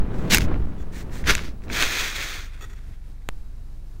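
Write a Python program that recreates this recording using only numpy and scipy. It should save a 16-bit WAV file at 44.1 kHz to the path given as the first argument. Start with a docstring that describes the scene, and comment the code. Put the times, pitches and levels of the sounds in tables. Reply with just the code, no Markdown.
"""A model plane lands on a lawn

Heard from a camera on board. Air buffets the microphone while the belly brushes the grass tips, hits
the turf, skips, hits again and slides to a stop. Stalks and clods knock on the body, and servos (small
steering motors) twitch. The camera adds a low electric flutter, hiss and one sharp tick."""
import sys
import numpy as np
from scipy import signal
from scipy.fft import rfft, irfft, next_fast_len
from scipy.io import wavfile
from scipy.ndimage import map_coordinates

SR = 44100
rng = np.random.default_rng(int(sys.argv[2]) if len(sys.argv) > 2 else 0)


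def wav_out(sig):
    """Save sig, one row per channel (or a flat mono array), as 16-bit PCM at SR to the path in sys.argv[1]."""
    wavfile.write(sys.argv[1], SR, np.round(np.clip(np.atleast_2d(sig).T, -1, 1) * 32767).astype(np.int16))


N = 176400
T = np.arange(N) / SR


def amp(db):
    """Turn decibels into a volume multiplier."""
    return 10 ** (np.asarray(db) / 20)


def unit(x):
    """Scale a signal to an average strength (rms) of 1."""
    return x / np.sqrt(np.mean(x ** 2) + 1e-20)


def level(rows):
    """A volume curve through (time, level) points, silent outside them."""
    times, db = np.transpose(rows)
    return amp(np.interp(T, times, db, left=-120, right=-120))


def wobble(rate):
    """A smooth curve through `rate` random values a second."""
    return map_coordinates(rng.standard_normal(int(N * rate / SR) + 4), [T * rate])


def filtered(x, response):
    """Multiply each frequency in x by response(frequency)."""
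    size = next_fast_len(N + SR // 2)
    return irfft(rfft(x, size) * response(np.fft.rfftfreq(size, 1 / SR)), size)[:N]


def coloured(x, colour):
    """Give x a colour (its balance of low and high frequencies), at strength 1."""
    freqs, db = np.transpose(colour)
    return unit(filtered(x, lambda hz: amp(np.interp(np.log(hz + 1), np.log(freqs), db))))


def noise(colour):
    """Steady noise with the given colour."""
    return coloured(rng.standard_normal(N), colour)


def grains(per_s, spread_db, smooth_db):
    """Tiny random impacts over a smooth rub."""
    hits = (rng.random(N) < per_s / SR) * rng.choice([-1, 1], N)
    sizes = amp(spread_db * np.clip(rng.standard_normal(N), -2, 2))
    return unit(unit(hits * sizes) + amp(smooth_db) * rng.standard_normal(N))


def strokes(rows, edge_s):
    """A volume curve that fades in and out for each (start, length, level) row."""
    curve = np.zeros(N)
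    for start, length, db in rows:
        ramp = np.clip(np.minimum(T - start, start + length - T) / edge_s, 0, 1)
        curve += amp(db) * np.sin(np.pi / 2 * ramp) ** 2
    return curve


# Loudness of the rushing air and of its low buffeting (time [s], level [dB])
RUSH_LEVELS = [(0, -31.5), (.06, -33.5), (.25, -29), (.34, -28.5), (.40, -30.5), (.53, -27.5), (.64, -37),
               (.78, -39.5), (.87, -42), (1.0, -41.5), (1.2, -37), (1.3, -39.5), (1.42, -38), (1.6, -50),
               (1.7, -34), (1.85, -48), (2.1, -53), (2.5, -63)]
BUFFET_LEVELS = [(0, -15.5), (.08, -23), (.28, -22.5), (.38, -11.5), (.5, -16.5), (.66, -17), (.71, -22.5),
                 (.92, -32.5), (1.1, -29), (1.22, -24.5), (1.3, -16.5), (1.38, -22.5), (1.62, -38),
                 (1.71, -22.5), (1.9, -31.5), (2.1, -33.5), (2.5, -65)]
# Their colours (frequency [Hz], relative level [dB])
RUSH_COLOUR = [(60, -12.5), (130, 1.5), (220, -1), (400, -7.5), (700, -16.5), (1400, -22), (2500, -31.5),
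               (4000, -40.5), (6000, -53.5), (15000, -74.5)]
RUMBLE_COLOUR = [(5, 13.5), (20, -4.5), (60, -3), (110, -13), (200, -19), (500, -57), (2000, -100)]

def wind():
    """Swirling air rushes past the microphone and shakes it, dying away as the plane slows."""
    rush = noise(RUSH_COLOUR) * level(RUSH_LEVELS) * amp(0.66 * wobble(25) + 1.8 * wobble(140))
    buffeting = noise(RUMBLE_COLOUR) * level(BUFFET_LEVELS) * amp(1.2 * wobble(22))
    return rush + buffeting


# Tones in the flutter (multiple of the lowest tone, relative level [dB])
FLUTTER_TONES = [(1, 4.5), (2, -1.5), (3, -12.5), (4, -25), (5, -31.5), (6, -43.5)]
# Colour of the hiss (frequency [Hz], relative level [dB])
HISS_COLOUR = [(35, -43), (60, 0), (139, -6), (171, -15.5), (298, -19.5), (327, -22), (403, -24),
               (613, -31.5), (688, -29.5), (3580, -43), (4030, -40.5), (15500, -49.5)]

def camera_noise(flutter_hz=23.47, whine_hz=3840):
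    """The camera's electronics make an uneven low flutter, a hiss and a faint whine."""
    cycles = flutter_hz * T + .13 * wobble(7)
    flutter = np.zeros(N)
    for multiple, db in FLUTTER_TONES:
        volume = amp(db + 0.65 * wobble(7.6))
        flutter += volume * np.sin(2 * np.pi * multiple * (cycles + 0.0475 * wobble(15)))
    whine = filtered(rng.standard_normal(N), lambda hz: np.exp(-((hz - whine_hz) / 70) ** 2))
    hiss = noise(HISS_COLOUR) * amp(-46.5 + 0.98 * wobble(12))
    return amp(-34) * unit(flutter) + hiss + amp(-81) * unit(whine)


# Light touches of the grass (start [s], length [s], level [dB])
TIP_TOUCHES = [(.11, 0.23, -53.5), (.905, .15, -44), (1.092, 0.16, -45), (1.60, 0.094, -55)]
# Their colour (frequency [Hz], relative level [dB])
TIP_COLOUR = [(500, -10.5), (1200, -7.5), (1850, 2.5), (2900, -8.5), (4100, -7.5), (4800, -11),
              (6200, -8.5), (9000, -14), (11000, -21.5), (13000, -19), (15500, -17)]

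def grass_tips():
    """Grass tips brush the belly as it skims over them."""
    rustle = coloured(grains(per_s=5000, spread_db=3.5, smooth_db=-4), TIP_COLOUR)
    return rustle * strokes(TIP_TOUCHES, edge_s=0.057) * amp(1.1 * wobble(80))


def scrape(levels, colour, blades, rough_db, treble_hz=3000, sway_db=1.33):
    """Grass blades flick along the belly, in tufts that rasp more or less brightly."""
    rub = coloured(blades, colour)
    treble = filtered(rub, lambda hz: hz ** 4 / (hz ** 4 + treble_hz ** 4))
    rub = unit(rub - treble + treble * amp(sway_db * wobble(35)))
    roughness = amp(rough_db * unit(wobble(70) + wobble(260)))
    return rub * level(levels) * roughness


# Loudness of the three scrapes on the turf (time [s], level [dB])
FIRST_HIT_LEVELS = [(.296, -45.5), (.304, -24), (.318, -18), (.335, -15.5), (.352, -15), (.363, -21),
                    (.392, -37.5), (.425, -37), (.455, -42.5), (.47, -67)]
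SECOND_HIT_LEVELS = [(1.24, -50), (1.256, -43), (1.272, -23), (1.298, -14.5), (1.318, -22), (1.345, -35.5),
                     (1.40, -40.5), (1.445, -42.5), (1.50, -51), (1.53, -62)]
LAST_SLIDE_LEVELS = [(1.69, -49.5), (1.734, -28.5), (1.816, -20.5), (1.828, -20.5), (1.842, -25.5),
                     (1.9, -27.5), (2.025, -25.5), (2.138, -34), (2.21, -28), (2.27, -33), (2.32, -33.5),
                     (2.38, -36.5), (2.45, -46), (2.53, -66)]
# Their colours: the faster, the brighter (frequency [Hz], relative level [dB])
FIRST_HIT_COLOUR = [(94, -28.5), (160, 0.5), (319, -9), (409, -4), (544, -18.5), (635, -9.5), (1020, -12),
                    (2160, -2.5), (2380, -5), (7070, -10.5), (8730, -19), (9610, -19.5), (13300, -21.5),
                    (14600, -18.5), (15500, -20.5)]
SECOND_HIT_COLOUR = [(120, -32), (200, -6), (479, -4.5), (544, -12.5), (607, -3), (742, -13.5),
                     (1010, -5.5), (1260, -6), (1380, 0.5), (2170, -0.5), (2900, -5), (3480, -4.5),
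                     (6240, -9.5), (8350, -19.5), (15500, -23.5)]
LAST_SLIDE_COLOUR = [(130, -43), (220, -13.5), (293, -9.5), (389, -8), (607, -12.5), (663, -9.5),
                     (882, -13), (1330, -5), (1480, -2), (1930, -2.5), (2520, -1), (2860, -10),
                     (3350, -3.5), (5230, -12), (6480, -9.5), (7340, -16), (11100, -26.5), (14700, -20.5),
                     (15500, -22.5)]

def belly_scrapes():
    """The belly skips off the turf twice, then slides to a stop."""
    first = scrape(FIRST_HIT_LEVELS, FIRST_HIT_COLOUR,
                   grains(per_s=4400, spread_db=0, smooth_db=-3.5), rough_db=1.5)
    second = scrape(SECOND_HIT_LEVELS, SECOND_HIT_COLOUR,
                    grains(per_s=3000, spread_db=5, smooth_db=0), rough_db=1.54)
    slide = scrape(LAST_SLIDE_LEVELS, LAST_SLIDE_COLOUR,
                   grains(per_s=2800, spread_db=3, smooth_db=-3.5), rough_db=0.33)
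    return first + second + slide


# The belly presses into the turf (time [s], relative level [dB])
TURF_PUSHES = [(0.344, -16.5), (1.299, -20), (1.827, -26.5)]
# Colour of the thump (frequency [Hz], relative level [dB])
TURF_COLOUR = [(30, 5), (70, -2), (110, -6), (180, -5), (330, -9), (520, -22.5), (1200, -51.5)]

def thumps(width_s=.014):
    """A short, dull push each time the belly digs in."""
    swells = sum(amp(db) / 2 * np.exp(-((T - at) / width_s) ** 2 / 2) for at, db in TURF_PUSHES)
    return noise(TURF_COLOUR) * swells


# Hits from stalks and clods (time [s], peak level [dB], treble limit [Hz])
BODY_HITS = [(0.3464, 1, 15000), (0.3718, -6, 8000), (.383, -8.5, 12000), (.407, -17.5, 6000),
             (.4185, -20, 5100), (0.5421, -27, 3240), (.722, -41, 1790), (1.095, -40, 3030),
             (1.2407, -25.5, 3010), (1.3512, -9, 6500), (1.3794, -19, 4000), (1.392, -18, 3970),
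             (1.62, -39.5, 2500), (1.638, -37.5, 4500), (1.682, -37, 3500), (1.70, -21, 2540),
             (1.8249, -7, 5000), (1.832, -14, 3004)]
# Tones the plane's body rings with (frequency [Hz], relative level [dB])
BODY_TONES = [(1560, -3), (1940, -8), (2200, -0.5), (2610, -3.5), (3450, -11), (3920, -8), (6200, -8)]

def knocks(ring_s=.010, crack_s=.006, rise_s=.00031, bass_limit_hz=708.4):
    """Each stalk or clod makes a crack and rings the body briefly; soft hits are dull."""
    track = np.zeros(N + SR)
    t = T[:SR // 25]
    for start, peak_db, treble_limit_hz in BODY_HITS:
        ring = sum(amp(db + 2 * rng.normal()) * np.sin(2 * np.pi * (hz * t + rng.random()))
                   for hz, db in BODY_TONES)
        ring = unit(ring) * amp(-60 * t / ring_s)
        crack = amp(5.5 - 60 * t / crack_s) * rng.standard_normal(len(t))
        hit = (ring + crack) * (1 - np.exp(-t / rise_s))
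        band = signal.butter(2, [bass_limit_hz, treble_limit_hz], 'bandpass', fs=SR, output='sos')
        hit = signal.sosfilt(band, hit)
        track[round(start * SR):][:len(t)] += amp(peak_db) * hit / np.abs(hit).max()
    return track[:N]


# Servo twitches (start [s], length [s], level [dB])
SERVO_MOVES = [(.776, .06, -53), (2.575, 0.13, -60.5), (2.606, .054, -45.5), (2.694, .052, -52),
               (2.755, .035, -55.5)]
# Tones the servo's case rings with (frequency [Hz], width [Hz], relative level [dB])
CASE_TONES = [(396, 29, 3.5), (850, 300, -10), (1240, 80, 1.5), (1480, 110, 0), (1903, 54, 3.5),
              (2590, 120, -5.5), (3460, 80, 0), (4500, 230, -13), (5670, 120, -8), (6900, 600, -10.5),
              (8900, 900, -21), (13900, 2000, -21.5)]

def servos():
    """Gear teeth rattle in their case as a servo twitches a steering flap."""
    def case(hz):
        return sum((-1) ** k * amp(db) * 1j * hz * width / (centre ** 2 - hz ** 2 + 1j * hz * width)
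                   for k, (centre, width, db) in enumerate(CASE_TONES))
    gears = unit(filtered(grains(per_s=1800, spread_db=7.5, smooth_db=-8), case))
    return gears * strokes(SERVO_MOVES, edge_s=0.0095) * amp(2.12 * wobble(150))


# Colour of the settling grass (frequency [Hz], relative level [dB])
FLAT_GRASS_COLOUR = [(150, -26), (380, -8), (650, -15), (1000, -8), (1500, 0.5), (2400, -1.5),
                     (3000, -10.5), (3480, -4.5), (4000, -12), (9000, -20), (15000, -30.5)]

def settling_grass(start_s=2.45, fall_db_per_s=23):
    """Flattened grass crackles softly as it settles after the stop."""
    fade = amp(-52.5 - fall_db_per_s * np.abs(T - start_s) + 2.7 * wobble(50)) * (T > start_s)
    return fade * coloured(grains(per_s=500, spread_db=2.5, smooth_db=-2.5), FLAT_GRASS_COLOUR)


def camera_tick(at_s=3.289, width_s=.00019, drift_s=.12):
    """One square tick, with a low pop as the camera's resting voltage jumps and drifts back."""
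    gap_s = np.abs(T - at_s)
    tick = np.clip((width_s / 2 - gap_s) * SR + .5, 0, 1)
    pop = (T > at_s) * np.exp(-gap_s / drift_s)
    return amp(-25) * pop - amp(-11) * tick


def scene():
    """All the sounds add up at the one microphone on board."""
    landing = grass_tips() + belly_scrapes() + thumps() + knocks() + settling_grass()
    return (wind() + camera_noise() + landing + servos() + camera_tick())[None]


def record(dry, top_hz=15750):
    """The camera flattens peaks that are too loud and cuts off the highest treble."""
    return filtered(np.clip(dry[0], -1, 1), lambda hz: hz < top_hz)[None]


dry = scene()
out = record(dry)
wav_out(out)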